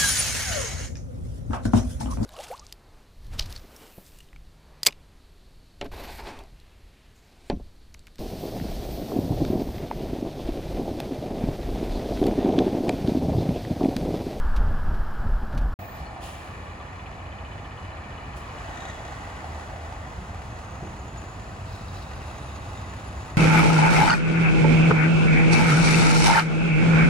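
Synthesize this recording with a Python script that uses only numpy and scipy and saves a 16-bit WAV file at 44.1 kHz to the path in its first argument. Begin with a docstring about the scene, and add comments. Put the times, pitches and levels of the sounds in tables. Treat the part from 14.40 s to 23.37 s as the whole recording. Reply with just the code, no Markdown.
"""Road rumble inside a moving car: bumps make the body drone and the cabin boom, and the trim rattles.
The car stops dead; after a short gap a heavy six-cylinder diesel tractor hauls a low loader across an open lot.
Metal squeals thinly, air is let off, the trailer thumps; the engine runs high, then shifts up, lugs and knocks.
Turning its side and then its rear to the listener, it draws nearer and climbs in speed again, while the
turbocharger spools up and whistles. Layers are shaped noise, sines and ringing modes under moving levels."""
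import sys
import numpy as np
from scipy import signal
from scipy.fft import rfft, irfft, next_fast_len
from scipy.io import wavfile

SR = 44100
rng = np.random.default_rng(int(sys.argv[2]) if len(sys.argv) > 2 else 0)


def output_pcm(signal):
    """Save a mono or channel-first signal as 16-bit PCM at the path in sys.argv[1].

    Samples are clipped to [-1, 1] before scaling.
    """
    pcm = np.clip(np.atleast_2d(signal).T, -1, 1) * 32767
    wavfile.write(sys.argv[1], SR, np.round(pcm).astype(np.int16))


N = 395577
TIME = np.arange(N) / SR


def undb(db):
    """Decibels to gain."""
    return 10 ** (np.asarray(db) / 20)


def curve(table):
    """Draw straight lines through a (t/s, value) table, sample by sample."""
    return np.interp(TIME, *np.transpose(table))


def unit(x):
    """Scale to rms 1."""
    return x / np.sqrt(np.mean(x ** 2))


def noise():
    """White noise."""
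    return rng.standard_normal(N)


def walk(rate):
    """Glide between random levels, rate of them per second; rms 1."""
    knots = rng.standard_normal(4096)
    return unit(np.interp(TIME * rate, np.arange(len(knots)), knots))


def filtered(x, response):
    """Pass x through a frequency response given as a function of Hz."""
    size = next_fast_len(N + SR // 4, True)
    f = np.fft.rfftfreq(size, 1 / SR) + 1e-3  # never quite 0 Hz
    return irfft(rfft(x, size) * response(f), size)[..., :N]


def shape(x, points, closed=False):
    """Shape x by a (f/Hz, level/dB) spectrum, which may fall away beyond its ends."""
    if closed:
        points = [(points[0][0] / 2, -90), *points, (points[-1][0] * 2, -90)]
    hz, db = np.transpose(points)
    return filtered(x, lambda f: undb(np.interp(np.log(f), np.log(hz), db)))


def band(x, points):
    """Shape x by a (f/Hz, level/dB) spectrum with closed ends, at rms 1."""
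    return unit(shape(x, points, closed=True))


def ring(x, modes):
    """Drive steep-sided (f/Hz, width/Hz, level/dB) resonances; a stiff panel radiates little bass and top."""
    def response(f):
        power = 0
        for hz, width, db in modes:
            offset = (f * f - hz * hz) / (f * width)
            power = power + undb(db) ** 2 / (1 + offset ** 2) ** 2
        return np.sqrt(power) / (1 + (1100 / f) ** 4) / (1 + (f / 6000) ** 4)
    return unit(filtered(x, response))


def in_tune(hz, centre_hz, width_hz):
    """How well a pitch meets a resonance, 0-1."""
    return 1 / (1 + (2 * (hz - centre_hz) / width_hz) ** 2)


def burst(start, rise, decay):
    """An envelope that climbs for rise seconds and then dies away."""
    age = np.maximum(TIME - start, 0)
    return np.minimum(age / rise, 1) * np.exp(-np.maximum(age - rise, 0) / decay)


def swell(centre, half_length):
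    """A bell-shaped envelope."""
    return np.exp(-((TIME - centre) / half_length) ** 2)


def tone(hz):
    """A sine of rms 1 on a fixed or moving pitch."""
    return np.sqrt(2) * np.sin(2 * np.pi * np.cumsum(hz * np.ones(N)) / SR)


def detuned(x, hz):
    """Move a narrow ringing up or down by a changing number of Hz."""
    analytic = signal.hilbert(x, next_fast_len(N))[..., :N]
    return np.real(analytic * np.exp(2j * np.pi * np.cumsum(hz) / SR))


def add(out, s, hz, decay, size, lag_turns):
    """Add one ringing stroke to both channels; the right one lags by part of a cycle."""
    start, age = int(s * SR), TIME[:SR // 16]
    envelope = size * (1 - np.exp(-age * hz / 2)) * np.exp(-age / decay)
    lags = np.array([[0], [lag_turns]])
    wave = envelope * np.sin(2 * np.pi * (hz * age - lags))
    out[:, start:start + len(age)] += wave[:, :max(N - start, 0)]


# bumps under the car: (t/s, half length/s, body drone level/dB, cabin boom level/dB)
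BUMPS = [(0.065, 0.03, -22, -38), (0.208, 0.056, -18, -31), (0.315, 0.069, -28.5, -31.5),
         (0.467, 0.02, -31, -40), (0.514, 0.056, -23, -31), (0.605, 0.018, -22, -43),
         (0.796, 0.016, -23, -39), (0.86, 0.033, -31, -32.5), (0.929, 0.044, -18.5, -36),
         (1.031, 0.019, -25.5, -33.5), (1.158, 0.042, -29, -30), (1.243, 0.069, -21, -34)]
SMOOTH_DRONE_DB, SMOOTH_BOOM_DB = -51, -37  # between the bumps
# the cabin hums on one low resonance after a hard bump
CABIN_HZ, CABIN_DB, CABIN_PEAK_S, CABIN_HALF_LENGTH_S = 139, -36, 0.3, 0.11
SWAY_DB, SWAY_FADE_DB_PER_S = -20, 10  # the body settles on its springs
TYRE_DB, CABIN_AIR_DB, ROAD_FADE_DB_PER_S = -40, -57.5, 2.5  # levels at the start; both ease off
# spectra of body sway, panel drone, cabin boom, tyres and cabin air: (f/Hz, relative level/dB)
SWAY = [(5, -2), (13, 4), (20, -1.5), (30, -20), (60, -41)]
DRONE = [(26, -2.5), (36, -5), (42, 2), (48, -7), (58, -25), (90, -38)]
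BOOM = [(50, -14), (68, 8), (92, -4), (112, -4.5), (140, -6), (168, -12), (190, -7.5), (235, -9),
        (280, -16.5), (450, -20.5), (900, -20.5)]
TYRES = [(250, -13), (500, -12.5), (810, -6), (1020, -6), (1230, -4.5), (1700, -7), (1880, -19),
         (2300, -28), (5000, -67)]
CABIN_AIR = [(1200, -16), (2200, 1.5), (3150, 5), (3600, -0.5), (5200, -1), (6500, -10), (14500, -11.5),
             (16000, -33)]
# trim rattles: (t/s, peak level/dB)
RATTLES = [(0.161, -39.5), (.541, -52), (1.124, -52), (1.146, -53), (1.174, -40.5), (1.212, -54)]
# spectrum of the rattling trim: (f/Hz, relative level/dB)
TRIM = [(500, -17), (1300, 11), (3000, 7.5), (5000, 3), (8000, -7.5), (14000, -12), (16000, -37)]
# thin electronic whine in the car: (f/Hz, level/dB)
WHINE = [(7214, -77.5), (14422, -71.5)]


def swing(points):
    """Springs and panels swing on from one jolt to the next: band noise held at an even size."""
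    phase = np.angle(signal.hilbert(band(noise(), points)))
    return unit(np.cos(phase))


def car():
    """The body sways, bumps drone and boom, tyres and air come through the glass, trim rattles."""
    drone_bumps = sum(undb(db) * swell(s, half) for s, half, db, _ in BUMPS)
    boom_bumps = sum(undb(db) * swell(s, half) for s, half, _, db in BUMPS)
    drone = np.hypot(undb(SMOOTH_DRONE_DB), drone_bumps) * swing(DRONE)
    sway = undb(SWAY_DB - SWAY_FADE_DB_PER_S * TIME) * swing(SWAY)
    body = shape(sway + drone, [(60, 0.0), (150, -32), (400, -70)])

    boom = np.hypot(undb(SMOOTH_BOOM_DB), boom_bumps) * band(noise(), BOOM)
    hum_size = undb(CABIN_DB + 2 * walk(24)) * swell(CABIN_PEAK_S, CABIN_HALF_LENGTH_S)
    cabin_hum = hum_size * tone(CABIN_HZ * (1 + 0.021 * walk(20.4)))

    road = undb(TYRE_DB) * band(noise(), TYRES) + undb(CABIN_AIR_DB) * band(noise(), CABIN_AIR)
    road = undb(-ROAD_FADE_DB_PER_S * TIME) * road
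    rattle_size = sum(undb(db) * burst(s, rise=0.0031, decay=0.011) for s, db in RATTLES)
    rattles = rattle_size * band(noise(), TRIM)
    whine = sum(undb(db) * tone(hz) for hz, db in WHINE)
    return body + boom + cabin_hum + road + rattles + whine


# sound scattered from all sides of the lot, against the direct sound: (f/Hz, level/dB)
SCATTER = [(60, -16), (150, -15), (300, -9), (700, -4), (1000, 0), (1500, 3), (2000, 2), (2400, -4),
           (3300, 0), (4200, -4), (5700, 0), (7500, -5), (10000, -3), (15000, -6)]


def lot_noise():
    """White noise as it arrives in the lot: part direct, part scattered and unrelated at the two ports."""
    size = next_fast_len(N, True)
    f = np.fft.rfftfreq(size, 1 / SR) + 1e-3
    hz, db = np.transpose(SCATTER)
    ratio = undb(np.interp(np.log(f), np.log(hz), db))
    direct, left, right = rng.standard_normal((3, 2 * len(f))).view(complex)
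    spectra = np.array([direct + ratio * left, direct + ratio * right]) / np.hypot(1, ratio)
    return irfft(spectra, size)[:, :N]


# loose fittings and chains clink: (t/s, ring f/Hz, level/dB)
CLINKS = [(2.128, 2380, -53), (2.272, 1170, -40), (2.398, 1165, -39.5), (4.245, 2620, -45),
          (7.484, 3900, -49), (8.374, 3700, -47)]
CLINK_DECAY_S = 0.019


def fittings():
    """Loose steel parts clink, each stroke a decaying sine on its own pitch."""
    out = np.zeros((2, N))
    for s, hz, db in CLINKS:
        add(out, s, hz, CLINK_DECAY_S, undb(db), lag_turns=0)
    return out


# thin metallic squeal: (f/Hz, level/dB, start t/s, end t/s)
SQUEAL = [(9160, -72, 1.35, 1.49), (10864, -80, 1.35, 1.48), (14535, -60, 1.35, 1.57),
          (15215, -63, 1.35, 1.53), (15650, -62, 1.35, 1.46), (4334, -59, 1.645, 1.68),
          (8904, -69, 1.71, 1.78)]
SQUEAL_ATTACK_S, SQUEAL_RELEASE_S, SQUEAL_WAVER_HZ = 0.011, 0.025, 28.3


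def squeal():
    """Rubbing metal sings on a few unsteady, high modes, each of which catches and lets go."""
    out = 0
    for hz, db, start, end in SQUEAL:
        attack = np.clip((TIME - start) / SQUEAL_ATTACK_S, 0, 1)
        release = np.exp(-np.maximum(TIME - end, 0) / SQUEAL_RELEASE_S)
        size = undb(db + 3.6 * np.tanh(walk(60))) * attack * release
        out = out + size * tone(hz + SQUEAL_WAVER_HZ * walk(200))
    return out


# the trailer bumps: (t/s, peak level/dB, length of the contact/s)
THUMPS = [(1.599, -27, 0.012), (5.772, -25, .011), (6.318, -31, 0.0094), (6.415, -28, 0.0062),
          (6.422, -27, 0.0012), (6.483, -35.5, 0.0027), (7.11, -38, 0.0039)]
# its steel frame rings: (f/Hz, relative level/dB, t60/s)
FRAME = [(70, -5.5, 0.1), (139, 2.5, 0.18), (194, -1.5, 0.31), (258, -5, 0.18), (303, -8, 0.25),
         (361, 2.5, 0.22), (394, 1, 0.054)]
# spectrum of the shuddering deck: (f/Hz, relative level/dB)
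DECK = [(80, -15), (190, -3), (340, 1), (420, -4), (520, -4), (680, 4), (900, -18)]
DECK_DB, DECK_RISE_S, DECK_DECAY_S = -11, 0.0032, 0.083  # level against the frame's peak


def trailer():
    """Each bump rings the frame's low modes and shakes the deck; a long, soft contact leaves only the bass."""
    age = TIME[:SR // 2]
    frame = np.zeros(len(age))
    for k, (hz, db, t60) in enumerate(FRAME):
        frame += (-1) ** k * undb(db - 60 * age / t60) * np.sin(2 * np.pi * hz * age)
    deck = undb(DECK_DB) * burst(0, DECK_RISE_S, DECK_DECAY_S) * band(noise(), DECK)
    body = frame / np.abs(frame).max() + deck[:len(age)]
    out = np.zeros(N)
    for s, db, contact in THUMPS:
        push = np.sin(np.pi * np.minimum(age / contact, 1))
        thump = signal.fftconvolve(push, body)[:len(age)]
        start = int(s * SR)
        out[start:start + len(age)] += undb(db) * thump / np.abs(thump).max()
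    return out


# compressed air let off: (t/s, level/dB, rise/s, decay/s, low end level/dB, top end level/dB)
AIR = [(1.51, -49.5, 0.086, 0.076, -12, -7), (1.802, -45.5, 0.039, 0.16, 2, 0),
       (3.957, -50, 0.01, 0.048, -5, 0.5)]
# spectrum the jets share: (f/Hz, relative level/dB)
VALVE = [(1500, -38), (2500, 5), (2900, 9.5), (3400, 6), (4200, 1.5), (5800, -1), (7300, 1), (8700, -0.5),
         (10300, 0), (12700, -14), (14800, -7), (16000, -9)]


def air_valves():
    """Short jets of compressed air from the brakes and the gear shift: noise bursts, each with its own colour."""
    jet = band(lot_noise(), VALVE)
    out = 0
    for s, db, rise, decay, low_db, top_db in AIR:
        coloured = shape(jet, [(2900, low_db), (4300, 0), (5100, 0), (6200, top_db)])
        out = out + undb(db) * burst(s, rise, decay) * coloured
    return out


# gas rushes in when the boost builds
GAS_START_S, GAS_RISE_S, GAS_DECAY_S, GAS_DB = 7.19, 0.12, 1.05, -56
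# the charge pipe flutters on one resonance, which sinks slowly
PIPE_HZ, PIPE_WIDTH_HZ, PIPE_SAG_HZ_PER_S, PIPE_DB = 3860, 300, 150, -62
PIPE_STRONGEST_S, PIPE_HALF_LENGTH_S, PIPE_FLUTTER_DB = 7.85, 1, 4.5


def charge_pipe():
    """Once the boost is up, the gas sets the pipe ringing in uneven flutters."""
    rush = ring(lot_noise(), [(PIPE_HZ, PIPE_WIDTH_HZ, 0)])
    sag_hz = PIPE_SAG_HZ_PER_S * np.maximum(TIME - GAS_START_S, 0)
    rise = np.clip((TIME - GAS_START_S) / GAS_RISE_S, 0, 1)
    size = rise * swell(PIPE_STRONGEST_S, PIPE_HALF_LENGTH_S)
    flutter = undb(PIPE_DB + PIPE_FLUTTER_DB * np.tanh(walk(60)))
    return size * flutter * detuned(rush, -sag_hz)


# turbocharger speed: (t/s, main whistle f/Hz)
SPOOL = [(5.8, 6220), (6.3, 6520), (6.7, 6810), (6.88, 6920), (7.08, 7120), (7.27, 7750), (7.45, 8650),
         (7.7, 9600), (8, 10300), (8.3, 10650), (8.65, 10800), (8.97, 10540)]
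# spectrum of the inrushing gas: (f/Hz, relative level/dB)
GAS = [(2600, -12), (3500, -5), (3900, 5), (4300, -0.5), (5200, 0), (5700, -7), (9000, -13), (12700, -21),
       (15000, -15), (16000, -19)]
# the whistles at top speed, away from the duct's resonance, and how they grow with speed
MAIN_WHISTLE_DB, LOWER_WHISTLE_DB, WHISTLE_DB_PER_OCTAVE = -72.5, -77.5, 0.5
LOWER_RATIO, FLUTTER_DB, GAS_FLUTTER_DB = .635, 5.0, 3.5  # lower whistle as a share of the main pitch
DUCT_HZ, DUCT_WIDTH_HZ, DUCT_BLOOM_DB = 6760, 610, 10.5  # intake duct's resonance


def whistle(hz, db):
    """One row of blades sings, fluttering, and blooms as it crosses the duct's resonance."""
    bloom_db = DUCT_BLOOM_DB * in_tune(hz, DUCT_HZ, DUCT_WIDTH_HZ)
    return undb(db + bloom_db + FLUTTER_DB * walk(60)) * tone(hz)


def turbo():
    """Two rows of blades on one shaft whistle, louder with speed, and gas rushes through them."""
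    hz = curve(SPOOL) * (1 + .004 * walk(400) + .002 * walk(30))
    speed_db = WHISTLE_DB_PER_OCTAVE * np.log2(hz / hz.max())
    main = whistle(hz, MAIN_WHISTLE_DB + speed_db)
    lower = whistle(hz * LOWER_RATIO, LOWER_WHISTLE_DB + speed_db)
    fade_in = np.clip((TIME - SPOOL[0][0]) / 0.38, 0, 1)
    gas_size = undb(GAS_DB + GAS_FLUTTER_DB * walk(70)) * burst(GAS_START_S, GAS_RISE_S, GAS_DECAY_S)
    return fade_in * (main + lower) + gas_size * band(lot_noise(), GAS)


# how hard the engine pulls; it lugs after the upshift: (t/s, effort 0-1)
EFFORT = [(1.39, 0.4), (1.85, 0.36), (2.2, 0.43), (2.7, 0.24), (4.0, 0.44), (4.22, 0.79), (4.45, 0.64),
          (4.85, 0.58), (5.4, 0.29), (5.65, 0.24), (6.9, 0.06), (8.2, 0.28), (8.97, 0.21)]
# which way the truck faces: (t/s, 0 front, 1 side, 2 rear)
ASPECT = [(3.9, 0.17), (4.3, 0.8), (5.8, 1.03), (6.6, 1.3), (7.3, 1.45)]
# resonances of the front grille, the wheel arch at the side and the chassis behind:
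# (f/Hz, width/Hz, relative level/dB)
GRILLE = [(1764, 310, 3.5), (2383, 430, -1), (2926, 130, -6), (3450, 180, -12.5), (4070, 700, -13.5),
          (4800, 720, -18.5)]
WHEEL_ARCH = [(1518, 280, 0.5), (1780, 74, -1), (1960, 320, -1), (2500, 770, -9), (2930, 240, -11),
              (3380, 340, -13)]
CHASSIS = [(1610, 220, 11), (2000, 800, -19), (2575, 640, 7.5), (3900, 400, -13), (4500, 1000, -12)]
OPENINGS = (GRILLE, WHEEL_ARCH, CHASSIS)
CLATTER_EFFORT_DB = 9  # gain at full effort
# level of a stroke on the strongest mode at no effort
STROKES_PER_S, STROKE_DB, STROKE_DECAY_S, STROKE_SCATTER_DB = 97, -46.5, 0.0069, 3.5


def strokes():
    """Covers and gears rattle at random, harder under load, each on one resonance facing the listener."""
    out, aspect, effort = np.zeros((2, N)), curve(ASPECT), curve(EFFORT)
    chance = rng.random((2048, 5))
    for when, pick, detune, force, lag in chance[:int(STROKES_PER_S * N / SR)]:
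        i = int(when * N)
        modes = OPENINGS[int(np.clip(np.rint(aspect[i]), 0, 2))]
        hz, width, db = modes[int(pick * len(modes))]
        db = db - max(mode[2] for mode in modes) + STROKE_DB
        db = db + CLATTER_EFFORT_DB * effort[i] + STROKE_SCATTER_DB * (2 * force - 1)
        add(out, TIME[i], hz + width * (detune - .5) / 2, STROKE_DECAY_S, undb(db), lag)
    return out


# modes of the tapped cover: (f/Hz, width/Hz, relative level/dB, clearest at t/s)
COVER = [(1850, 250, 0, 2.9), (2450, 380, 0.5, 3), (2970, 180, -0.5, 3.45), (3430, 200, -8, 2.8)]
TAP_DB, TAP_HALF_LENGTH_S, TAP_DECAY_S = -59, 1.2, 0.022  # half length of each mode's swell
TAP_SCATTER_DB, TAP_WANDER_HZ = 1.2, 25


def tapping(cycle_age):
    """One cylinder taps its cover once a cycle; the mix and pitch of the cover's modes wander."""
    taps = lot_noise() * np.exp(-cycle_age / TAP_DECAY_S)
    out = 0
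    for hz, width, db, clearest in COVER:
        size = undb(TAP_DB + db + TAP_SCATTER_DB * walk(12)) * swell(clearest, TAP_HALF_LENGTH_S)
        out = out + size * ring(taps, [(hz, width, 0)])
    return detuned(out, TAP_WANDER_HZ * walk(15))


# engine speed; the dip is the upshift: (t/s, crank revolutions per second)
CRANK = [(1.39, 31.5), (2.3, 30.74), (3.53, 30.74), (3.74, 27.8), (3.82, 25.8), (4.08, 24.5), (4.28, 20.2),
         (4.55, 21.8), (4.9, 25.3), (5.15, 26.2), (5.7, 26.8), (6.2, 27.8), (8, 32.4), (8.97, 33.2)]
# knock of each cylinder in firing order: relative level/dB
CYLINDER_DB = [3.5, 5.5, 3, 3.5, 1, 5]
CYCLE_START_S = 2.399  # a cycle begins here


def firings(scatter_db):
    """Six cylinders fire three times a turn: firing count, firing rate and the strength of each firing."""
    firing_hz = 3 * curve(CRANK) * (1 + .002 * walk(9))
    count = np.cumsum(firing_hz) / SR
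    count = count - count[int(CYCLE_START_S * SR)]
    index = np.floor(count).astype(int)
    chance_db = scatter_db * np.tanh(rng.standard_normal(2048))[index]
    strength = undb(np.take(CYLINDER_DB, index, mode="wrap") + chance_db)
    return count, firing_hz, strength


REPEAT_SHARE = 0.19  # part of the noise power that comes back alike every cycle


def cyclic_noise(count):
    """Engine noise, partly fresh and partly a pattern that comes round again with every six firings."""
    size = 3000  # steps in the pattern
    place = (count / len(CYLINDER_DB)) % 1 * size
    pattern = np.array([np.interp(place, np.arange(size), x[:size]) for x in lot_noise()])
    share = np.clip(REPEAT_SHARE, 0, 1)
    return np.sqrt(share) * pattern + np.sqrt(1 - share) * lot_noise()


# what the front, the side and the rear give off, one row each, at the nearest point:
# (exhaust level/dB, roar level/dB, clatter level/dB, hiss level/dB, share of sharp knocks 0-1)
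FACES = [(-37.5, -43, -51, -62, 0.08), (-37.5, -43.5, -50.5, -56.5, 0.13), (-35.5, -43.5, -54, -55.5, 0.3)]
# spectra of exhaust rumble, roar, growl and hiss: (f/Hz, relative level/dB)
EXHAUST = [(15, -37), (30, -16), (45, -5), (65, 0), (82, -1.5), (100, -3.5), (130, -6.5), (165, -12.5),
           (192, -11.5), (225, -15), (290, -17.5), (400, -21.5), (900, -53)]
ROAR = [(180, -17.5), (290, -2.5), (410, -5), (480, -0.5), (560, -1.5), (680, 1.5), (790, 2.5), (950, 0.5),
        (1200, 1), (1380, -3.5), (1700, -8.5), (2300, -12.5), (4000, -39)]
GROWL = [(540, -6.5), (620, -1.5), (675, 2.5), (710, -2), (750, 2), (820, -1), (900, -6)]
HISS = [(1500, -22), (2800, -4), (3800, 1), (4800, -1.5), (5700, -3), (6800, -0.5), (7800, -3),
        (8700, -9.5), (10300, -8.5), (12700, -23), (15000, -20), (16000, -14)]
# the block's growl: (t/s, level/dB at the nearest point)
GROWL_DB = [(1.39, -43), (1.65, -44.5), (1.8, -40), (2.05, -47.5), (2.5, -74), (2.75, -47), (3.0, -50),
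            (4.06, -58), (4.18, -43.5), (4.52, -44.5), (4.8, -45.5), (5.35, -43), (5.75, -50),
            (6.45, -47.5), (7.2, -49.5), (8.97, -51)]
# harder, brighter knock while lugging: (f/Hz, width/Hz, relative level/dB)
LUG = [(1830, 110, 7.5), (3400, 200, -8), (3780, 350, -6), (6300, 560, -6), (7300, 1100, -5)]
LUG_DB, LUG_PEAK_S, LUG_HALF_LENGTH_S = -44, 4.46, 0.21  # just after the upshift
ROAR_EFFORT_DB, HISS_EFFORT_DB = 5.5, 7.5  # gain at full effort
# the firing hum, relative to the exhaust rumble, blooms where it meets the resonance of the stacks
HUM_DB, STACK_HZ, STACK_WIDTH_HZ, STACK_BLOOM_DB = -13.5, 79, 3.8, 11.5
TRUCK_M_PER_S, NEAREST_M, PASSES_S = 2.26, 23.9, 10.2  # straight path; nearest only after the end


def engine():
    """Firings puff from the stacks and knock on the block; fan and gears roar; all grow as the truck nears."""
    effort, aspect = curve(EFFORT), curve(ASPECT)
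    exhaust_db, roar_db, clatter_db, hiss_db, sharp = (
        np.interp(aspect, np.arange(len(FACES)), column) for column in np.transpose(FACES))
    sharp = np.clip(sharp, 0, 1)
    count, firing_hz, strength = firings(scatter_db=12.0)
    knock = unit(strength * np.exp(-(count % 1) / firing_hz / 0.0066))  # decay in s
    blows = np.sqrt(sharp * knock ** 2 + 1 - sharp)

    # the mufflers leave mostly turbulent rumble, with a little of the firing note
    puff = 1 + 0.35 * np.cos(2 * np.pi * count)
    hum_db = HUM_DB + STACK_BLOOM_DB * in_tune(firing_hz, STACK_HZ, STACK_WIDTH_HZ)
    firing_note = unit(np.sin(2 * np.pi * count) + undb(-20.0) * np.sin(4 * np.pi * count))
    hum = firing_note * undb(hum_db + 3.1 * walk(12))
    rumble = band(lot_noise() * puff, EXHAUST)
    exhaust = undb(exhaust_db) * (rumble + hum) / np.hypot(1, undb(hum_db))

    roar_size = undb(roar_db + ROAR_EFFORT_DB * effort + 0.34 * walk(14))
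    roar = roar_size * band(cyclic_noise(count) * (1 + 0.43 * blows), ROAR)
    growl = undb(curve(GROWL_DB)) * band(cyclic_noise(count) * (1 + 0.5 * knock), GROWL)
    lug_size = undb(LUG_DB) * swell(LUG_PEAK_S, LUG_HALF_LENGTH_S)
    lug = lug_size * ring(lot_noise() * (1 + 1.2 * knock), LUG)

    # as the truck turns, the clatter escapes through one opening after another
    clatter = 0
    for k, modes in enumerate(OPENINGS):
        facing = np.sqrt(np.maximum(1 - np.abs(aspect - k), 0))
        clatter = clatter + facing * ring(lot_noise() * blows, modes)
    clatter = undb(clatter_db + CLATTER_EFFORT_DB * effort) * clatter

    tap = tapping(count % len(CYLINDER_DB) / firing_hz)
    hiss_size = undb(hiss_db + HISS_EFFORT_DB * effort + .5 * walk(15))
    hiss = hiss_size * band(lot_noise() * (1 + 3.2 * blows), HISS)
    distance_m = np.hypot(NEAREST_M, TRUCK_M_PER_S * (TIME - PASSES_S))
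    return (exhaust + roar + growl + lug + clatter + tap + hiss) * NEAREST_M / distance_m


# left minus right: (f/Hz, level/dB)
BALANCE_DB = [(150, 0), (350, 0), (520, -3), (700, -0.4), (950, -3.5), (1350, 0.5), (2100, 0), (2400, 4),
              (3600, 1), (4700, 6), (5500, 1.5), (6000, -6), (7000, -0.8), (8500, -0.5)]
# how far the left port leads the right: (f/Hz, phase/radians)
PORT_LEAD = [(0, 0), (300, -0.2), (900, -0.6), (1200, 0.3), (1550, 3), (1900, 1.4), (2300, 1.7), (2950, 0),
             (3600, 1.1), (5000, 1), (5900, 2.4), (6500, 1.1), (7200, 1.2), (8600, 3.1), (10500, 6.3),
             (14800, 12.6)]


def ports(left, right):
    """The two microphone ports colour the sound differently and shift it against each other."""
    hz, radians = np.transpose(PORT_LEAD)
    right = filtered(right, lambda f: np.exp(-1j * np.interp(f, hz, radians)))
    left = shape(left, [(f, db / 2) for f, db in BALANCE_DB])
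    right = shape(right, [(f, -db / 2) for f, db in BALANCE_DB])
    return np.array([left, right])


CAR_END_S, LOT_START_S = 1.341, 1.389


def scene():
    """The car, the same in both ears; a short silence; the truck in the lot."""
    load = trailer() + fittings() + squeal()
    tractor = engine() + strokes() + air_valves() + turbo() + charge_pipe()
    truck = ports(*(tractor + load))
    inside = np.clip((CAR_END_S - TIME) / .002, 0, 1)
    outside = np.clip((TIME - LOT_START_S) / .002, 0, 1)
    return inside * car() + outside * truck


TOP_HZ = 15800


def record(dry):
    """The recorder cuts the top with a steep low-pass."""
    return signal.sosfilt(signal.ellip(10, .2, 80, TOP_HZ, fs=SR, output="sos"), dry)


dry = scene()
out = record(dry)
output_pcm(out)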